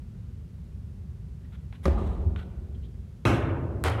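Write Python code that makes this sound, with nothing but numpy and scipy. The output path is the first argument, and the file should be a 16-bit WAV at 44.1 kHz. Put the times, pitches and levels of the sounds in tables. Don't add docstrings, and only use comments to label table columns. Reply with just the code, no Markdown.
import sys
import numpy as np
from scipy import signal
from scipy.fft import rfft, irfft, next_fast_len
from scipy.io import wavfile
from scipy.ndimage import uniform_filter1d, map_coordinates

SR = 44100
rng = np.random.default_rng(int(sys.argv[2]) if len(sys.argv) > 2 else 0)


def materialize(psi):
    bounded = np.clip(np.atleast_2d(psi).T, -1, 1)
    quanta = np.round(bounded * 32767).astype(np.int16)
    wavfile.write(sys.argv[1], SR, quanta)


N = 176400
T = np.arange(2 * SR) / SR


def amp(db):
    return 10 ** (np.asarray(db) / 20)


def along(points, hz):
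    freqs, values = np.transpose(points)
    return np.interp(np.log(hz + 1), np.log(freqs + 1), values)


def unit(x):
    return x / (np.linalg.norm(x) + 1e-12)


def add(track, at, x):
    start = round(at * SR)
    track[start:start + len(x)] += x[:len(track) - start]


def through(x, response):
    y = signal.fftconvolve(x, response)[:len(T)]
    return np.pad(y, (0, len(T) - len(y)))


def pulse(colour, size=8192):
    cepstrum = irfft(along(colour, np.fft.rfftfreq(size, 1 / SR)) * np.log(10) / 20)
    cepstrum[1:size // 2] *= 2
    cepstrum[size // 2 + 1:] = 0
    return unit(irfft(np.exp(rfft(cepstrum))))


def wobble(rate, t):
    return map_coordinates(rng.standard_normal(1024), [t * rate], mode="mirror")


def swell(rise, t60):
    return (1 - np.exp(-T / rise)) * amp(-60 * T / t60)


def arch(length):
    return np.sin(np.pi * np.minimum(T / length, 1))


def crack(t60):
    return unit(rng.standard_normal(len(T)) * swell(0.00027, t60))


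# (frequency [Hz], relative level [dB])
VENT_COLOUR = [(25, -42), (45, -8.5), (69, -1.5), (140, -11), (169, -12), (253, -22.5), (305, -38),
               (349, -29), (684, -44), (15500, -65)]


def ventilation():
    hz = np.fft.rfftfreq(N, 1 / SR)
    air = irfft(rfft(rng.standard_normal(N)) * amp(along(VENT_COLOUR, hz)), N)
    rumble = irfft(rfft(air) / (1 + (hz / 250) ** 2), N)
    waver = amp(0.68 * wobble(5.7, np.arange(N) / SR))
    return amp(-39.5) * (air + rumble * (waver - 1)) / air.std()


# (frequency [Hz], relative level [dB])
RUBBER_COLOUR = [(500, -13.5), (1500, 5), (2500, 0), (3800, -2.5), (4900, -19.5), (15000, -24.5)]
# (time [s], knock drive [dB], scuff drive [dB], scuff length [s], sole pitch [Hz])
SHOE_STEPS = [(0.02, -49, -38.5, 0.38, 1520), (1.414, -55, -39, 0.081, 1950), (1.52, -44, -29, 0.051, 1460),
              (1.726, -30.5, -27.5, 0.049, 1090), (2.361, -22.5, -20.5, 0.079, 1503)]


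def steps():
    out = np.zeros(N)
    for at, knock_db, scuff_db, length, hz in SHOE_STEPS:
        scuff = unit(arch(length) * amp(2.1 * wobble(130, T)) * rng.standard_normal(len(T)))
        sole = unit(np.sin(2 * np.pi * hz * T) * amp(-60 * T / 0.027))
        knock = through(pulse([(1600, 1), (9000, -10)]), crack(t60=0.018))
        contact = amp(scuff_db) * scuff + amp(knock_db) * knock
        add(out, at, through(pulse(RUBBER_COLOUR), contact) + amp(-4.5) * through(sole, contact))
    return out


# (frequency [Hz], t60 [s])
HALL_DECAY = [(60, 2.94), (160, 2.45), (420, 2.19), (1200, 1.29), (2900, 0.85), (5500, 0.43), (12000, 0.43)]


def hall(rise, lumpy_db=3, size=512):
    hz, t, noise = signal.stft(rng.standard_normal(len(T)), SR, nperseg=size)
    lumps = uniform_filter1d(rng.standard_normal(noise.shape), size=4, axis=0)
    lumps = uniform_filter1d(lumps, size=4, axis=1)
    lumps_db = lumpy_db * (hz / (hz + 300))[:, None] * lumps / lumps.std()
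    decay_db = -60 * t / along(HALL_DECAY, hz)[:, None]
    tail = signal.istft(noise * amp(lumps_db + decay_db), SR, nperseg=size)[1][:len(T)]
    return unit(tail * (1 - np.exp(-T / rise)))


def swish(length):
    brush = unit(rng.standard_normal(len(T)) * arch(length) * amp(2.4 * wobble(127, T)))
    ringing = unit(through(brush, crack(t60=0.025)))
    return through(ringing, pulse([(1500, 6), (3800, 2), (4700, -4.5), (9000, -7), (15500, -14)]))


def walls(rise, t60, spiky):
    noise, sizes = rng.standard_normal((2, len(T)))
    return unit(noise * np.exp(spiky * sizes) * swell(rise, t60))


def ring(modes, t60, damping, rise, waver):
    out = np.zeros(len(T))
    for hz, db in modes:
        decay = t60 * (hz / 1000) ** -damping
        phase = 2 * np.pi * hz * T + waver * wobble(21.15, T)
        out += amp(db) * swell(rise, decay) * np.sin(phase)
    return out


# (frequency [Hz], relative level [dB])
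KICK_COLOUR = [(71, -28), (120, -8.5), (271, -11.5), (360, -6), (459, -21), (552, -9.5), (881, -19),
               (1190, -10.5), (1760, -17), (15500, -48)]
# (delay [s], relative level [dB])
NEAR_ECHOES = [(.0072, -15), (.026, -5.5)]
# (frequency [Hz], relative level [dB])
BALL_MODES = [(178, 0), (375, -3), (548, -4.5), (820, -15), (1210, -14)]


def kick(thump_hz=69):
    near = amp(-7.5) * walls(rise=0.003, t60=0.31, spiky=0.54)
    near[0] += amp(-14)
    for delay, db in NEAR_ECHOES:
        add(near, delay, amp(db) * pulse([(520, 25), (1500, -1.5), (6000, 2)]))
    smack = through(pulse(KICK_COLOUR), near)
    skin = pulse([(300, -7), (1400, 14), (2600, 2.5), (7000, -10), (15000, -28)])
    snap = amp(-5.5) * through(crack(t60=0.015), skin)
    ball = amp(-19.5) * ring(BALL_MODES, t60=0.11, damping=0.19, rise=0.00058, waver=0.34)
    thump = amp(-17) * np.sqrt(np.abs(arch(0.084))) * np.sin(2 * np.pi * thump_hz * T)
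    return smack + snap + ball + thump


# (frequency [Hz], relative level [dB])
BLOOM_COLOUR = [(20, -47), (34, -5), (71, 2.5), (129, -16), (216, -8.5), (274, -20.5), (384, -13.5),
                (485, -23.5), (552, -21.5), (1170, -27.5), (1440, -36.5), (15000, -64.5)]
# (delay [s], relative level [dB])
WALL_ECHOES = [(.122, -8.5), (.256, -18.5), (.308, -20.5)]
# (frequency [Hz], relative level [dB])
WALL_COLOUR = [(800, 3), (1280, -1.5), (1600, -11), (4000, -17.5), (4800, -29), (9000, -29.5), (15000, -58)]


def kick_reverb():
    out = amp(5.5) * through(pulse(BLOOM_COLOUR), hall(rise=0.036))
    for delay, db in WALL_ECHOES:
        echo = through(pulse(WALL_COLOUR), walls(rise=0.0018, t60=0.87, spiky=0.6))
        top_mode = ring(BALL_MODES[-1:], t60=0.15, damping=0, rise=0.0018, waver=1)
        add(out, delay, amp(db) * (echo + amp(-14) * top_mode))
    return out + amp(-32.5) * ring(BALL_MODES, t60=0.97, damping=0.33, rise=0.084, waver=1.3)


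def boom(hz, rise, t60):
    envelope = swell(rise, t60) * (1 - np.exp(-T / rise))
    return envelope / envelope.max() * np.sin(2 * np.pi * hz * T)


# (time [s], level [dB])
LANDING_THUDS = [(2.258, -19), (2.353, -40)]


def landing():
    out = np.zeros(N)
    for at, db in LANDING_THUDS:
        add(out, at, amp(db) * boom(hz=80.6, rise=0.015, t60=0.11))
    return out


# (time [s], length [s], pitch [Hz], level [dB])
SOLE_SQUEAKS = [(2.741, 0.024, 3240, -39), (2.821, 0.053, 3270, -33.5)]


def squeaks():
    out = np.zeros(N)
    for at, length, hz, db in SOLE_SQUEAKS:
        pitch = hz * (1 + 0.155 * wobble(2600, T))
        tone = np.sin(2 * np.pi * np.cumsum(pitch) / SR)
        add(out, at, amp(db) * unit(tone * arch(length)))
    return out


# (frequency [Hz], relative level [dB])
HOOP_COLOUR = [(24, -46), (45, -10), (110, 3), (180, -13.5), (335, -9), (450, -14), (610, -13), (740, -19),
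               (1400, -19.5), (2050, -25.5), (2650, -28), (3100, -30), (4100, -37), (4650, -43.5),
               (5400, -36.5), (12000, -48.5), (15500, -58)]
# (frequency [Hz], relative level [dB])
FRAME_MODES = [(203, -5), (270, 0.5), (336, 2), (535, -10), (612, -6), (807, -7), (909, -7.5), (1056, -5),
               (1224, -6), (1504, -6.5), (2168, -9), (2528, -8.5), (2705, -8), (4055, -17.5)]
# (delay [s], relative level [dB])
HOOP_RATTLES = [(0, -22.5), (.008, -30), (0.0457, -31)]


def hoop():
    space = amp(10) * walls(rise=0.002, t60=0.39, spiky=0.44) + amp(10.5) * hall(rise=0.016)
    bang = through(pulse(HOOP_COLOUR), space)
    slap = amp(-4) * through(pulse(RUBBER_COLOUR), crack(t60=0.016))
    clangs = np.zeros(len(T))
    for delay, db in HOOP_RATTLES:
        add(clangs, delay, amp(db) * ring(FRAME_MODES, t60=0.073, damping=0.32, rise=0.00059, waver=1.92))
    steel = amp(-34) * ring(FRAME_MODES, t60=1.34, damping=0.53, rise=0.0026, waver=0.94)
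    backboard = amp(-19) * boom(hz=108, rise=0.011, t60=0.19)
    return bang + slap + clangs + steel + backboard


# (frequency [Hz], relative level [dB])
BOUNCE_COLOUR = [(150, -34), (270, -3), (516, -1.5), (1270, -5.5), (3200, -14.5), (5000, -26), (10000, -30),
                 (15500, -42)]


def bounce():
    space = amp(5) * walls(rise=0.021, t60=0.16, spiky=1) + hall(rise=0.023)
    skin = pulse([(400, -27), (1200, 5), (4000, -8.5), (5200, -21), (15000, -18)])
    slap = amp(0.5) * through(crack(t60=0.0014), skin)
    boards = amp(-22) * boom(hz=82.7, rise=0.004, t60=0.61)
    boards += amp(-29) * boom(hz=108.5, rise=0.015, t60=2.4)
    return through(pulse(BOUNCE_COLOUR), space) + slap + boards


def click():
    return pulse([(4000, 1), (15000, -9)])


def scene():
    kick_s, brush_s = 1.8553, 0.065
    out = ventilation()
    shoes = steps() + squeaks()
    shoe_reverb = amp(-11.5) * signal.fftconvolve(shoes, hall(rise=0.004))[:N]
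    out += shoes + shoe_reverb + landing()
    add(out, kick_s - brush_s / 2, amp(-17.5) * swish(brush_s))
    add(out, kick_s, kick() + kick_reverb())
    add(out, 1.96, amp(-25) * swish(length=0.21))
    add(out, 3.2525, hoop())
    add(out, 3.8393, bounce())
    add(out, 3.9, amp(-23) * click())
    return out[None]


# (frequency [Hz], gain [dB])
MIC_EQ = [(22, -9), (45, 0), (12000, -0.5), (15500, -7)]


def record(dry, top_hz=15800):
    size = next_fast_len(N + SR)
    hz = np.fft.rfftfreq(size, 1 / SR)
    response = amp(along(MIC_EQ, hz)) * (hz < top_hz)
    return irfft(rfft(dry, size) * response, size)[:, :N]


dry = scene()
out = record(dry)
materialize(out)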